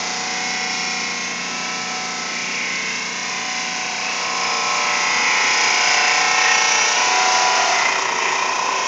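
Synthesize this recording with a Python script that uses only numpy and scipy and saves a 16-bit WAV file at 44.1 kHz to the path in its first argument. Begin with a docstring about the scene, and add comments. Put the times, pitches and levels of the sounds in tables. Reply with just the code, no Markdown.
"""Gantry saw in wet stone

A saw cuts a slab outdoors while the listener walks from the end carriage up to the blade guard.
The rim grinds much the same rough pattern at every turn, a 30 Hz buzz that rings in blade, guard and
frame. Blade tones swell and fade, the guard knocks, the motor hums, cooling water hisses and spatters."""
import sys
import numpy as np
from scipy import signal
from scipy.fft import rfft, irfft, next_fast_len
from scipy.io import wavfile
from scipy.ndimage import uniform_filter1d, map_coordinates

SR = 44100
rng = np.random.default_rng(int(sys.argv[2]) if len(sys.argv) > 2 else 0)


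def transcribe(signal):
    """Save signal, clipped to [-1, 1], as a 16-bit WAV file at the path in sys.argv[1]."""
    frames = np.atleast_2d(signal).T
    limited = np.clip(frames, -1, 1)
    pcm = np.round(limited * 32767).astype(np.int16)
    wavfile.write(sys.argv[1], SR, pcm)


N = 391166
TIME = np.arange(N) / SR

# Spindle speed. Each row: time in seconds, turns per minute.
SPINDLE_RPM = [(0, 1787.3), (6.3, 1786.9), (6.6, 1786), (7.25, 1791.6), (8.1, 1796.4), (8.87, 1797.4)]
# The bite of the cut. Each row: time in seconds, share of fresh grit, once-a-turn throb in dB.
BITE = [(0, 0.34, 0.5), (4, 0.39, -1.5), (6.5, 0.38, 0.95), (7.6, 0.44, -1.5), (7.9, 0.84, 2),
        (8.87, 0.61, -1.5)]
# The walk. Each row: time in seconds, place (0 or less at the carriage, 1 beam, 2 or more at the guard).
WALK = [(0, -1.32), (3.8, 0.5), (4.9, -0.66), (6.9, 1), (7.7, 4), (7.95, 3.2), (8.87, 1.2)]
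# How far off the blade is. Each row: time in seconds, distance in metres.
DISTANCE = [(0, 2.77), (0.8, 3), (1.3, 3.51), (3.8, 3.13), (4.4, 2.1), (5.3, 1.45), (6.5, 1.26),
            (7.7, 1.21), (8.87, 1.07)]
# The guard masks the rim. Each row: time in seconds, share hidden from 0 to 1.
RIM_HIDDEN = [(6.6, 0.07), (7.1, 0.15), (7.8, 0.35), (8.0, 0.77), (8.87, 1)]
# The reflection off the slab. Each row: time in seconds, lag in milliseconds.
SLAB_BOUNCE = [(0, 1.86), (.75, 2.1), (1.9, 1.72), (2.5, 2.17), (3.3, 1.65), (3.8, 1.83), (4.6, 1.7),
               (5.1, 1.93), (5.7, 2.166), (6.7, 2.34), (7.45, 1.68), (8.87, 1.55)]

# Motor harmonics. Each row: turn order (multiple of the spindle speed), relative level in dB.
HUM_ORDERS = [(2, -31.5), (3, -16), (4, -17), (5, -12), (6, 6.5), (7, 0.5), (8, 7), (9, -2), (10, -8)]
# Fader for the hum. Each row: time in seconds, level in dB.
HUM_LEVEL = [(0, -40), (1.2, -38.5), (3, -41), (4.8, -44.5), (6, -51), (8.87, -50)]
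# Colour of the frame's rumble. Each row: frequency in Hz, relative level in dB.
RUMBLE_EQ = [(20, -62), (40, -42), (62, -10.5), (90, -9.5), (125, 8.5), (190, 6), (260, 13), (400, 9.5),
             (800, -27.5)]
# Fader for the rumble. Each row: time in seconds, level in dB.
RUMBLE_LEVEL = [(0, -43.5), (4, -45), (5.3, -41), (7.5, -43.5), (8.87, -42.5)]
# Colour of the wet rim's hiss. Each row: frequency in Hz, relative level in dB.
HISS_EQ = [(1500, -36.5), (2700, -12), (3300, -4), (4200, -1.5), (4700, 0.5), (5150, 4), (5600, 2),
           (6000, 2.5), (6400, 0), (6850, -1), (7200, -11), (7600, -22.5), (8300, -32), (9100, -50)]
# Fader for the hiss. Each row: time in seconds, level in dB.
HISS_LEVEL = [(0.0, -27), (0.39, -28), (0.74, -28), (1.45, -29.5), (3.9, -29), (5.39, -24.5), (5.56, -23),
              (6.35, -23.5), (6.65, -22), (7.76, -23.5), (7.98, -27), (8.87, -28)]
# The ring of the knocking guard. 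Each row: frequency in Hz, width in Hz, relative level in dB.
GUARD_MODES = [(914, 18, -4.5), (952, 28, -2.5), (1062, 27, -3)]
# Fader for the knock. Each row: time in seconds, level in dB.
KNOCK_LEVEL = [(0, -70), (4, -39), (6.5, -32.5), (7.6, -35), (7.85, -25.5), (8.1, -27.5), (8.35, -25.5),
               (8.87, -28.5)]

# Squeals of the binding rim. Each row: peak time in seconds, pitch in Hz, fade in seconds, level in dB.
SQUEALS = [(0.567, 2040, 0.38, -33.5), (.7, 4900, 0.36, -43), (0.755, 5520, 0.47, -32.5),
           (.95, 2400, 0.65, -32.5), (1.24, 6390, 0.17, -38), (1.75, 2250, 0.4, -35),
           (2.508, 2330, 0.44, -33), (2.83, 2105, 0.6, -36.5), (3.55, 5080, 0.14, -37),
           (3.59, 2050, 0.57, -32.5), (4.1, 2580, 0.13, -29), (4.53, 5090, 0.35, -33),
           (5.041, 2010, 0.5, -30.5), (5.132, 5000, 0.34, -36), (5.302, 2320, 0.12, -23),
           (5.75, 5060, 0.76, -29), (5.881, 2870, 0.43, -32), (5.97, 1510, 0.4, -29),
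           (6.15, 2240, .15, -28), (6.03, 2015, 0.33, -25), (6.432, 2260, 0.13, -22.5),
           (6.47, 1880, 0.17, -24), (6.753, 5840, 0.62, -27.5), (6.76, 2280, 0.14, -23.5),
           (7.5, 1407, 0.92, -29.5), (7.55, 694, 0.58, -27), (7.833, 2050, 0.18, -22.5),
           (8.3, 2400, .35, -28.5)]
# Fader for the blade's lead tone. Each row: time in seconds, level in dB.
LEAD_LEVEL = [(0.0, -37), (0.39, -32.5), (0.94, -35.5), (1.23, -47), (1.98, -33), (2.74, -50),
              (3.51, -35.5), (4.2, -35.5), (4.45, -31.5), (5.41, -37), (6.2, -26.5), (6.67, -28),
              (6.89, -36), (7.21, -22.5), (7.73, -27.5), (7.95, -39), (8.82, -40), (8.87, -46)]
# The blade's supporting tones. Each row: turn order, level in dB at 1 m with the rim in the open.
BLADE_TONES = [(13, -49.5), (15, -39.5), (16, -43.5), (19, -42), (20, -38), (22, -40), (24, -34.5),
               (28, -36.5), (29, -39), (30, -41.5), (33, -33.5), (34, -38.5), (35, -37), (36, -35.5),
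               (44, -36), (62, -37), (63, -41.5), (73, -33.5), (74, -45.5), (75, -35.5), (77, -34.5)]
# A tone sings out. Each row: start and end in seconds, turn order, level of the added tone in dB.
SINGS = [(.3, 1.45, 73, -34), (.5, .9, 74, -40), (1.4, 2.3, 29, -54), (1.45, 2.35, 44, -41.5),
         (1.5, 2.3, 34, -42), (2.5, 3.05, 74, -31.5), (2.9, 3.3, 73, -36.5), (3.25, 3.9, 34, -41),
         (4.1, 4.8, 36, -39), (4.2, 4.95, 34, -33), (4.6, 5.0, 44, -38), (5.1, 6.9, 73, -33.5),
         (5.2, 6.4, 34, -34.5), (5.25, 6.9, 74, -50), (5.3, 5.75, 62, -33.5), (6.05, 6.6, 62, -35),
         (6.15, 6.7, 44, -43), (6.4, 7.8, 29, -42), (6.95, 7.55, 33, -27.5), (7.05, 7.8, 24, -34.5),
         (7.4, 7.75, 34, -42), (7.9, 9.0, 13, -40.5), (8.1, 8.75, 33, -39), (8.35, 9.0, 34, -31)]
# Resonances of blade, guard and frame. Each row: frequency in Hz, width in Hz, then weight in dB
# within its register at the carriage, along the beam and at the guard.
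STEEL_MODES = [(390, 30, 7.5, -15, 3), (460.7, 49, 18, 9.5, -7.5), (539, 130, -2, 7, -3.5),
               (660, 43, -7, -5.5, 2.5), (751, 110, -11, 13.5, -0.5), (805.3, 12, -3.5, -3.5, 2),
               (853, 50, -0.5, 0.5, -9.5), (994, 20, -9.5, 0, 32), (1043.4, 34, 0, -17, -17),
               (1069, 17, 1.5, -14.5, -33), (1274, 57, -4.5, -4, -5.5), (1354, 170, 7, -8.5, 2),
               (1490, 100, -1, 25, 0.5), (1704, 46, -9, -15, -18.5), (1847, 150, -19.5, -2, -22.5),
               (2062, 170, 6.5, -12.5, 0), (2297, 240, 4.5, 0, -10), (2458, 81, 0, -5.5, -6.5),
               (2628, 110, -2, -2, -6.5), (2870, 160, -22, -3.5, -19)]
# The five registers of the grind. Each entry: a band edge in Hz.
REGISTER_EDGES_HZ = [310, 620, 900, 1180, 1750, 3200]
# The lower four. Each row: level in dB at 1 m, power of distance it falls by, dB lost behind the guard.
LOWER_REGISTERS = [(-36.5, 0.67, -2), (-27.5, 1.26, 5.5), (-28, 1.6, 3), (-27.5, 0.98, 6)]
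# Fader for the top register, the blade's whine. Each row: time in seconds, level in dB before the trim.
WHINE_LEVEL = [(0.0, -28), (0.1, -28.5), (0.52, -27.5), (2.22, -29.5), (2.39, -26), (2.89, -25.5),
               (3.09, -29), (4.64, -24.5), (5.26, -19.5), (6.17, -19.5), (6.3, -21.5), (6.4, -19.5),
               (7.19, -21.5), (7.93, -22), (8.15, -25.5), (8.2, -22.5), (8.6, -26.5), (8.87, -25.5)]

WHINE_TRIM_DB = -1.38
LEAD_ORDER, SING_FADE_S = 25, 0.23
TONES_FALLOFF, TONES_SHADE_DB = 1.26, 8   # supporting tones: power of distance, loss behind the guard


def from_db(db):
    """Decibels to gain."""
    return np.exp(np.asarray(db) * (np.log(10) / 20))


def unit_rms(x):
    """Normalise to unit power."""
    return x / np.sqrt(np.mean(x ** 2) + 1e-20)


def levelled(x):
    """Ride the gain to unit power over a quarter second, leaving the fast flutter."""
    return x / np.sqrt(uniform_filter1d(x ** 2, SR // 4) + 1e-12)


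def automation(rows):
    """One curve over time for each column after the first."""
    times, *columns = np.transpose(rows)
    return [np.interp(TIME, times, column) for column in columns]


def fader(rows):
    """Gain curve through points of seconds and dB."""
    return from_db(automation(rows)[0])


def drift(rate, count=4000):
    """Smooth random modulation of rms 1 that takes a new value `rate` times a second."""
    coarse = np.linspace(0, TIME[-1], count)
    wander = map_coordinates(rng.standard_normal(count), [coarse * rate], order=3, mode="wrap")
    return np.interp(TIME, coarse, unit_rms(wander))


def equalised(x, curve):
    """Shape a sound with an EQ curve of Hz and dB; rms 1."""
    hz, db = np.transpose(curve)
    size = next_fast_len(N)
    bins = np.maximum(np.fft.rfftfreq(size, 1 / SR), 1)
    gain = from_db(np.interp(np.log(bins), np.log(hz), db))
    return unit_rms(irfft(rfft(x, size) * gain, size)[:N])


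def resonate(x, hz, width_hz):
    """Ring one resonance; rms 1."""
    r = np.exp(-np.pi * width_hz / SR)
    return unit_rms(signal.lfilter([1, 0, -1], [1, -2 * r * np.cos(2 * np.pi * hz / SR), r * r], x))


def band(x, low_hz, high_hz):
    """Gentle band-pass."""
    return signal.sosfilt(signal.butter(2, [low_hz, high_hz], "band", fs=SR, output="sos"), x)


def tone(turns, order, waver_rad, flutter_db):
    """A sine at a multiple of the spindle speed, wavering in phase and level."""
    phase = 2 * np.pi * (order * turns + rng.random()) + waver_rad * drift(11)
    return np.sqrt(2) * np.sin(phase) * from_db(flutter_db * drift(25))


def throb(turns, depth_db, peak_turn):
    """The blade runs slightly out of true and presses harder once a turn; mean power 1."""
    return levelled(from_db(depth_db * np.cos(2 * np.pi * (turns - peak_turn))))


def slab_bounce(x, strength):
    """The wet slab mirrors the sound: a comb filter that slides as the listener moves."""
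    lag_ms, = automation(SLAB_BOUNCE)
    return unit_rms(x + strength * np.interp(TIME - lag_ms / 1000, TIME, x))


def motor(turns):
    """The bed: the motor hums on low turn orders over the rumble of the frame."""
    hum = sum(from_db(db) * tone(turns, order, waver_rad=.15, flutter_db=1.1) for order, db in HUM_ORDERS)
    rumble = equalised(rng.standard_normal(N), RUMBLE_EQ)
    return fader(HUM_LEVEL) * unit_rms(hum) + fader(RUMBLE_LEVEL) * rumble


def spatter(per_s):
    """Drops flung from the blade tick on the stone, a few much harder than the rest."""
    return unit_rms(rng.laplace(size=N) * (rng.random(N) < per_s / SR))


def wet_hiss(grit, turns, throb_db, hidden):
    """Fine grit and spray pulse with the blade; the guard shades the lower treble."""
    spray = grit + from_db(-12) * spatter(per_s=600)
    gush = from_db(.5 * drift(14))
    pulse = throb(turns, 1.42 + 0.21 * throb_db, peak_turn=0.17)
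    hiss = equalised(spray * gush * pulse, HISS_EQ)
    shaded = hiss - (0.1 + 0.28 * hidden) * band(hiss, 3580, 5500)
    return fader(HISS_LEVEL) * unit_rms(shaded)


def knocking_guard(turns, at_turn, uneven_db):
    """One push a turn, each a little early or late and of its own strength, rings the sheet-metal guard."""
    passed = np.floor(turns - at_turn + .035 * drift(25))
    pushes = np.diff(passed, append=passed[-1]) * from_db(-uneven_db * drift(32))
    ring = sum(from_db(db) * resonate(pushes, hz, width) for hz, width, db in GUARD_MODES)
    return fader(KNOCK_LEVEL) * unit_rms(band(ring, 896, 1165))


def squeals(force, turns, q):
    """The rim binds and throbs harder, and its grinding swells through one narrow resonance."""
    binding = force * throb(turns, depth_db=1.5, peak_turn=.07)
    out = np.zeros(N)
    for peak_s, hz, fade_s, db in SQUEALS:
        span = np.abs(TIME - peak_s) < fade_s
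        width = hz / q
        ring = resonate(band(binding[span], hz - 2 * width, hz + 2 * width), hz, width)
        swell = np.cos(np.pi / 2 * (TIME[span] - peak_s) / fade_s) ** 2
        out[span] += from_db(db) * swell * ring
    return out


def singing_blade(turns, nearness, hidden, fading_db):
    """Turn orders that meet a mode of the disc sing: one leads, the rest grow up close and swell at times."""
    reach = nearness ** TONES_FALLOFF * from_db(-TONES_SHADE_DB * hidden)
    gains = {LEAD_ORDER: fader(LEAD_LEVEL)}
    for order, db in BLADE_TONES:
        gains[order] = reach * from_db(db + fading_db * drift(3.06))
    for start, end, order, db in SINGS:
        envelope = np.clip(.5 + np.minimum(TIME - start, end - TIME) / SING_FADE_S, 0, 1)
        gains[order] += from_db(db) * envelope
    return sum(gain * tone(turns, order, waver_rad=.2, flutter_db=.9) for order, gain in gains.items())


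def rim_roughness(turns, wear_s, lasting, size=4096, count=32):
    """The rim's texture loops once a turn; a share lasts, the rest wears into new patterns."""
    spectra = np.exp(2j * np.pi * rng.random((count, size // 2 + 1)))
    patterns = irfft(spectra * (np.arange(size // 2 + 1) < size // 12))
    spot = (turns % 1 * size).astype(int)
    age = TIME / wear_s
    old, new = [patterns[(age.astype(int) + step) % (count - 1), spot] for step in (0, 1)]
    crossfade = age % 1 * np.pi / 2
    worn = np.cos(crossfade) * old + np.sin(crossfade) * new
    return unit_rms(np.sqrt(lasting) * patterns[-1, spot] + np.sqrt(1 - lasting) * worn)


def grind(pattern, fresh):
    """The looping pattern, blended with grit that breaks away at random."""
    fresh = np.clip(fresh, 0, 1)
    return np.sqrt(1 - fresh) * pattern + np.sqrt(fresh) * rng.standard_normal(N)


def ringing_steel(grinds, nearness, hidden, fading_db):
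    """Two independent grinding patterns ring alternate registers of the steel, so neighbouring bands
    do not cancel. Each mode swells and fades as one walks through its standing waves."""
    place, = automation(WALK)
    levels = [from_db(db - shade * hidden) * nearness ** falloff for db, falloff, shade in LOWER_REGISTERS]
    levels.append(fader(WHINE_LEVEL) * from_db(WHINE_TRIM_DB))
    out = 0
    for index, (low, high, level) in enumerate(zip(REGISTER_EDGES_HZ, REGISTER_EDGES_HZ[1:], levels)):
        ring = power = 0
        for hz, width, *place_db in STEEL_MODES:
            if low <= hz < high:
                gain = from_db(np.interp(place, [0, 1, 2], place_db) + fading_db * drift(4.8))
                ring += gain * resonate(grinds[index % 2], hz, width)
                power += gain ** 2
        out += level * levelled(band(ring / np.sqrt(power), low * 0.87, high * 1.1))
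    return out


def scene():
    """The mono mix: ring, tones, knock, hiss and hum all lock to the turning spindle."""
    rpm, = automation(SPINDLE_RPM)
    turns = np.cumsum(rpm * (1 + .0009 * drift(12))) / (60 * SR)
    fresh, throb_db = automation(BITE)
    nearness = 1 / automation(DISTANCE)[0]
    hidden, = automation(RIM_HIDDEN)
    grind_a, grind_b, edge = [rim_roughness(turns, wear_s=0.5, lasting=0.46) for _ in range(3)]
    pressure = throb(turns, throb_db, peak_turn=0.11) * from_db(.5 * drift(12))
    grinds = [slab_bounce(grind(loop, fresh) * pressure, strength=.28) for loop in (grind_a, grind_b)]
    steel = ringing_steel(grinds, nearness, hidden, fading_db=2.0)
    swells = squeals(grind(edge, fresh + .3) * pressure, turns, q=22)
    tones = singing_blade(turns, nearness, hidden, fading_db=3.5)
    grit = slab_bounce(grind(edge, fresh + .25), strength=.2)
    hiss = wet_hiss(grit, turns, throb_db, hidden)
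    knock = knocking_guard(turns, at_turn=0.023, uneven_db=1.5)
    return (steel + tones + swells + knock + hiss + motor(turns))[None]


def record(dry):
    """The small microphone loses the deep bass, and the top is cut steeply."""
    thin = signal.sosfilt(signal.butter(6, 52, "high", fs=SR, output="sos"), dry)
    return signal.sosfilt(signal.ellip(10, .1, 90, 8900, fs=SR, output="sos"), thin)


dry = scene()
out = record(dry)
transcribe(out)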